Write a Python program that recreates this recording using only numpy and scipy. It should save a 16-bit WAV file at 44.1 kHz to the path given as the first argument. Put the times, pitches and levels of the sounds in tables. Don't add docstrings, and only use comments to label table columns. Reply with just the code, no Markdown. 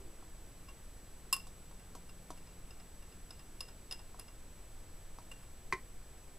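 import sys
import numpy as np
from scipy import signal
from scipy.fft import rfft, irfft
from scipy.io import wavfile
from scipy.ndimage import uniform_filter1d

SR = 44100
rng = np.random.default_rng(int(sys.argv[2]) if len(sys.argv) > 2 else 0)


def materialize(psi):
    bounded = np.clip(np.atleast_2d(psi).T, -1, 1)
    quanta = np.round(bounded * 32767).astype(np.int16)
    wavfile.write(sys.argv[1], SR, quanta)


N = 281358
TIME = np.arange(N) / SR
AGE = np.arange(int(.35 * SR)) / SR

# (frequency [Hz], level [dB per Hz])
RUMBLE_AND_HISS = [(18, -66.5), (45, -74.5), (100, -82.5), (230, -89.5), (500, -93), (1000, -99),
                   (3500, -105.5), (5400, -107.7), (6100, -105), (6900, -109.7), (8200, -105),
                   (11200, -105.5), (13300, -109.5), (15300, -110)]
# (pitch [Hz], width [Hz], starting level [dB], fade time [s])
LOW_RING_BANDS = [(327, 24, -63.5, 1.8), (388, 59, -57, 0.54), (491, 29, -60.5, .4)]
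# (pitch [Hz], relative level [dB], fade time [s])
LARGE_BOWL_TONES = [(278, 2, 0.08), (406, 4, 0.026), (638, -4.5, 0.16), (745, 0, 0.14), (961, -0.5, 0.12),
                    (1106, 5, 0.03), (1288, -8.5, 0.082)]
SMALL_BOWL_TONES = [(122, -10, .12), (195, -12, .09), (320, -12, .06), (372, -3.5, .1), (430, -7, .08),
                    (738, -19, .08), (955, -8, .07), (1048, 0, .09), (1125, -4, .05), (1324, -14, .09),
                    (1548, -14, .1), (1775, -14, .1), (1901, -6, .09), (2028, 0, .085), (2265, -7, .08),
                    (2390, -4, .045), (2600, -7, .025), (3430, -18, .05), (4040, -14, .04),
                    (4420, -13, .04), (5100, -17, .04)]
# (time [s], ring level [dB], scuff level [dB])
SOFT_BUMPS = [(0.225, -58.5, -79), (1.469, -60, -58.5), (1.711, -62, -68), (1.951, -50.5, -56.5),
              (2.304, -45.5, -54.5), (4.1445, -55.5, -72), (4.19, -57, -62), (5.186, -51.5, -62.5)]
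# (time [s], ring level [dB], crack level [dB], clatter level [dB])
KNOCK_HITS = [(5.7245, -29.5, -46, -47), (5.7336, -51, -51, -55)]
# (pitch [Hz], relative level [dB], fade time [s])
WIRE_TONES = [(1088, 0, .17), (1850, -19, .08), (2690, -6, .05), (2772, -1, .22), (2860, -11, .07),
              (3380, -16, .08), (3750, -17, .045), (4660, -14, .08), (5080, -1, .135), (5243, -7, .08),
              (5600, -16, .07), (7450, -9, .06), (7700, -2, .14), (8255, -8, .08), (8905, -11, .09),
              (9180, -9, .1), (9440, -10, .1), (9880, -10, .07), (10340, -9, .06), (10680, -5, .14),
              (11130, -12, .07), (12790, -6, .08), (13730, -13, .05), (14970, -12, .045)]
SPOT_PITCHES = (1080, 2770, 3750, 5100, 7700, 10600, 12800)
TOUCH_SPOTS = {"tip": (-1.5, 1, -4.5, 1, -0.5, -1.5, 3, -5),
               "flank": (-17.5, -9, 4, -.5, -17, -6, -16, -10),
               "shoulder": (-13, 2, -9, -18, -4, -15, -15, -10), "edge": (-17, -20, -4, -3, -10, 2, 0, -7)}
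# (time [s], level [dB], scrape time [ms], spot [name])
SINGLE_CLINKS = [(0.681, -62.5, 14, "tip"), (1.3263, -34.5, 1.3, "tip"), (1.3311, -40.5, 1.1, "tip"),
                 (1.339, -42, 0.73, "edge"), (1.3634, -51.5, 1, "tip"), (3.923, -42, 0.49, "flank"),
                 (5.3128, -50.5, 4.2, "shoulder"), (5.383, -71, 9, "edge"), (5.428, -67, 3.7, "edge")]
# (time [s], level [dB], spot [name])
WHISK_STROKES = [(1.791, -69, "edge"), (2.090, -61.5, "flank"), (2.372, -65, "edge"), (2.705, -60, "flank"),
                 (3.02, -70.5, "tip"), (3.3053, -52, "flank"), (3.6054, -41, "flank"),
                 (3.9104, -44, "flank"), (4.1945, -50, "edge")]

FIRM_DB = -42


def undb(db):
    return 10 ** (np.asarray(db) / 20)


def fade(t, t60):
    return np.exp(-np.log(1000) * t / t60)


def add(track, start_s, x):
    i = int(start_s * SR)
    track[i:i + len(x)] += x[:N - i]


def level(x, db):
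    power = uniform_filter1d(x ** 2, SR // 100, mode="constant")
    return x * undb(db) / np.sqrt(power.max())


def band(x, lo_hz, hi_hz):
    return signal.sosfilt(signal.butter(2, [lo_hz, hi_hz], "band", fs=SR, output="sos"), x)


def shaped_noise(spectrum):
    hz, db = np.transpose(spectrum)
    all_hz = np.maximum(np.fft.rfftfreq(N, 1 / SR), 1)
    gain = undb(np.interp(np.log(all_hz), np.log(hz), db))
    return irfft(rfft(rng.standard_normal(N)) * gain, N) * np.sqrt(SR / 2)


def drift(per_second):
    step = int(SR / per_second)
    return uniform_filter1d(np.repeat(rng.standard_normal(N // step + 1), step), step)[:N]


def tone(hz, db):
    return np.sqrt(2) * np.sin(2 * np.pi * np.cumsum(hz) / SR) * undb(db)


def echoes(x, db, t60, lo_hz, hi_hz, gap_s=None):
    tail = band(rng.standard_normal(len(AGE)), lo_hz, hi_hz) * fade(AGE, t60)
    if gap_s:
        tail *= AGE > gap_s
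    return undb(db) * signal.fftconvolve(x, tail / np.linalg.norm(tail))[:N]


def kitchen(x, echo_db, t60):
    return x + echoes(x, echo_db, t60, lo_hz=170, hi_hz=6400, gap_s=.006)


def stereo(x, lag_samples):
    delay = np.exp(-2j * np.pi * np.fft.rfftfreq(N) * lag_samples)
    return np.array([irfft(rfft(x) * delay, N), x])


def channel_noise():
    shaped = np.array([shaped_noise(RUMBLE_AND_HISS) for _ in range(2)])
    return undb(-19) * shaped + undb(-68.5) * rng.standard_normal((2, N))


def background():
    rumble_and_hiss = shaped_noise(RUMBLE_AND_HISS) * undb(.16 * drift(4.1))
    peak_s, rise_db_per_s, fall_db_per_s = 2.27, 7, 12.5
    below_peak_db = np.maximum(rise_db_per_s * (peak_s - TIME), fall_db_per_s * (TIME - peak_s))
    hum = tone(hz=177.6 + 1.31 * drift(6.85), db=-64.5 - below_peak_db)
    whine = tone(hz=7865 + 2 * drift(30), db=-67 + .5 * drift(9.8))
    low_ring = np.zeros(N)
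    for hz, width, db, t60 in LOW_RING_BANDS:
        noise = band(rng.standard_normal(N), hz - width / 2, hz + width / 2)
        low_ring += noise / noise.std() * undb(db) * fade(TIME, t60)
    return rumble_and_hiss + hum + whine + low_ring


def crackle(t60, lo_hz, hi_hz, uneven_db=2.5):
    noise, size = rng.standard_normal((2, len(AGE)))
    return band(noise * undb(uneven_db * size), lo_hz, hi_hz) * fade(AGE, t60)


def bowl_ring(tones, grip, grip_t60):
    ring = np.zeros(len(AGE))
    for hz, db, t60 in tones:
        wave = np.sin(2 * np.pi * (hz * AGE + rng.random()))
        onset = 1 - np.exp(-2 * hz * AGE)
        ring += undb(db) * wave * onset * fade(AGE, t60)
    return ring * (1 + grip * fade(AGE, grip_t60))


def bumps():
    out = np.zeros(N)
    for start_s, ring_db, scuff_db in SOFT_BUMPS:
        ring = level(bowl_ring(LARGE_BOWL_TONES, grip=2.6, grip_t60=.016), ring_db)
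        scuff = level(crackle(t60=.091, lo_hz=2980, hi_hz=11000), scuff_db)
        thin_ring = level(crackle(t60=.16, lo_hz=5800, hi_hz=6100), ring_db - 21)
        add(out, start_s, ring + scuff + thin_ring)
    return out


def knock():
    out = np.zeros(N)
    for start_s, ring_db, crack_db, clatter_db in KNOCK_HITS:
        ring = level(bowl_ring(SMALL_BOWL_TONES, grip=1.7, grip_t60=.085), ring_db)
        crack = level(crackle(t60=.041, lo_hz=2200, hi_hz=8400), crack_db)
        clatter = level(crackle(t60=.059, lo_hz=900, hi_hz=2560), clatter_db)
        add(out, start_s, ring + crack + clatter)
    return out


def wire_ring(hz, t60, loops=12):
    spread_hz = 27 + .0032 * hz
    detune = np.linspace(-1, 1, loops) + .187 * rng.standard_normal(loops)
    strength = np.exp(-1.5 * detune ** 2)
    phase = 2 * np.pi * (np.outer(hz + spread_hz * detune, AGE) + rng.random())
    first_swing = 1 + fade(AGE, t60=.13)
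    return strength @ np.sin(phase) * fade(AGE, t60) * first_swing


def touch(db, scrape_ms, spot):
    *boosts_db, rasp_db = TOUCH_SPOTS[spot]
    harder_db = db - FIRM_DB
    swell = 1 - np.exp(-(AGE * 1000 / scrape_ms) ** 2)
    damping = fade(AGE, t60=1.7 / scrape_ms)
    rasp = level(crackle(t60=.062, lo_hz=2480, hi_hz=12200) * swell, db + rasp_db)
    thud = level(crackle(t60=.12, lo_hz=332, hi_hz=1950) * swell, -56.5 + .37 * harder_db)
    free_loop_hz = 2772
    free_loop = np.sin(2 * np.pi * free_loop_hz * AGE) * fade(AGE, t60=.24)
    out = rasp + thud + level(free_loop * swell * damping, -61.5 + .4 * harder_db)
    for hz, tone_db, t60 in WIRE_TONES:
        ring = wire_ring(hz, t60) * swell * damping
        spot_db = np.interp(hz, SPOT_PITCHES, boosts_db)
        dull_db = .31 * scrape_ms * np.log2(hz / 3000)
        out += level(ring, db + tone_db + spot_db - dull_db)
    return out


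def whisk():
    out = np.zeros(N)
    wide_from_s = 2.3
    for start_s, db, spot in WHISK_STROKES:
        gentler_db = FIRM_DB - db
        add(out, start_s, touch(db, scrape_ms=.66 * 2 ** (gentler_db / 9), spot=spot))
        if start_s > wide_from_s:
            back_s = start_s + .077 + .0008 * gentler_db
            add(out, back_s, touch(db=-58 - .32 * gentler_db, scrape_ms=4.3, spot="flank"))
    for start_s, db, scrape_ms, spot in SINGLE_CLINKS:
        add(out, start_s, touch(db, scrape_ms, spot))
    return out


def scene():
    clinks = whisk()
    wires = stereo(kitchen(clinks, echo_db=-21, t60=.28), lag_samples=.86)
    bowl_echo = np.array([echoes(clinks, db=-19, t60=.3, lo_hz=4900, hi_hz=14000) for _ in range(2)])
    plastic = stereo(kitchen(bumps() + knock(), echo_db=-17, t60=.17), lag_samples=.84)
    return wires + bowl_echo + plastic + channel_noise() + stereo(background(), lag_samples=1)


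def record(dry, top_hz=15250):
    return signal.sosfilt(signal.ellip(10, .1, 80, top_hz, fs=SR, output="sos"), dry)


dry = scene()
out = record(dry)
materialize(out)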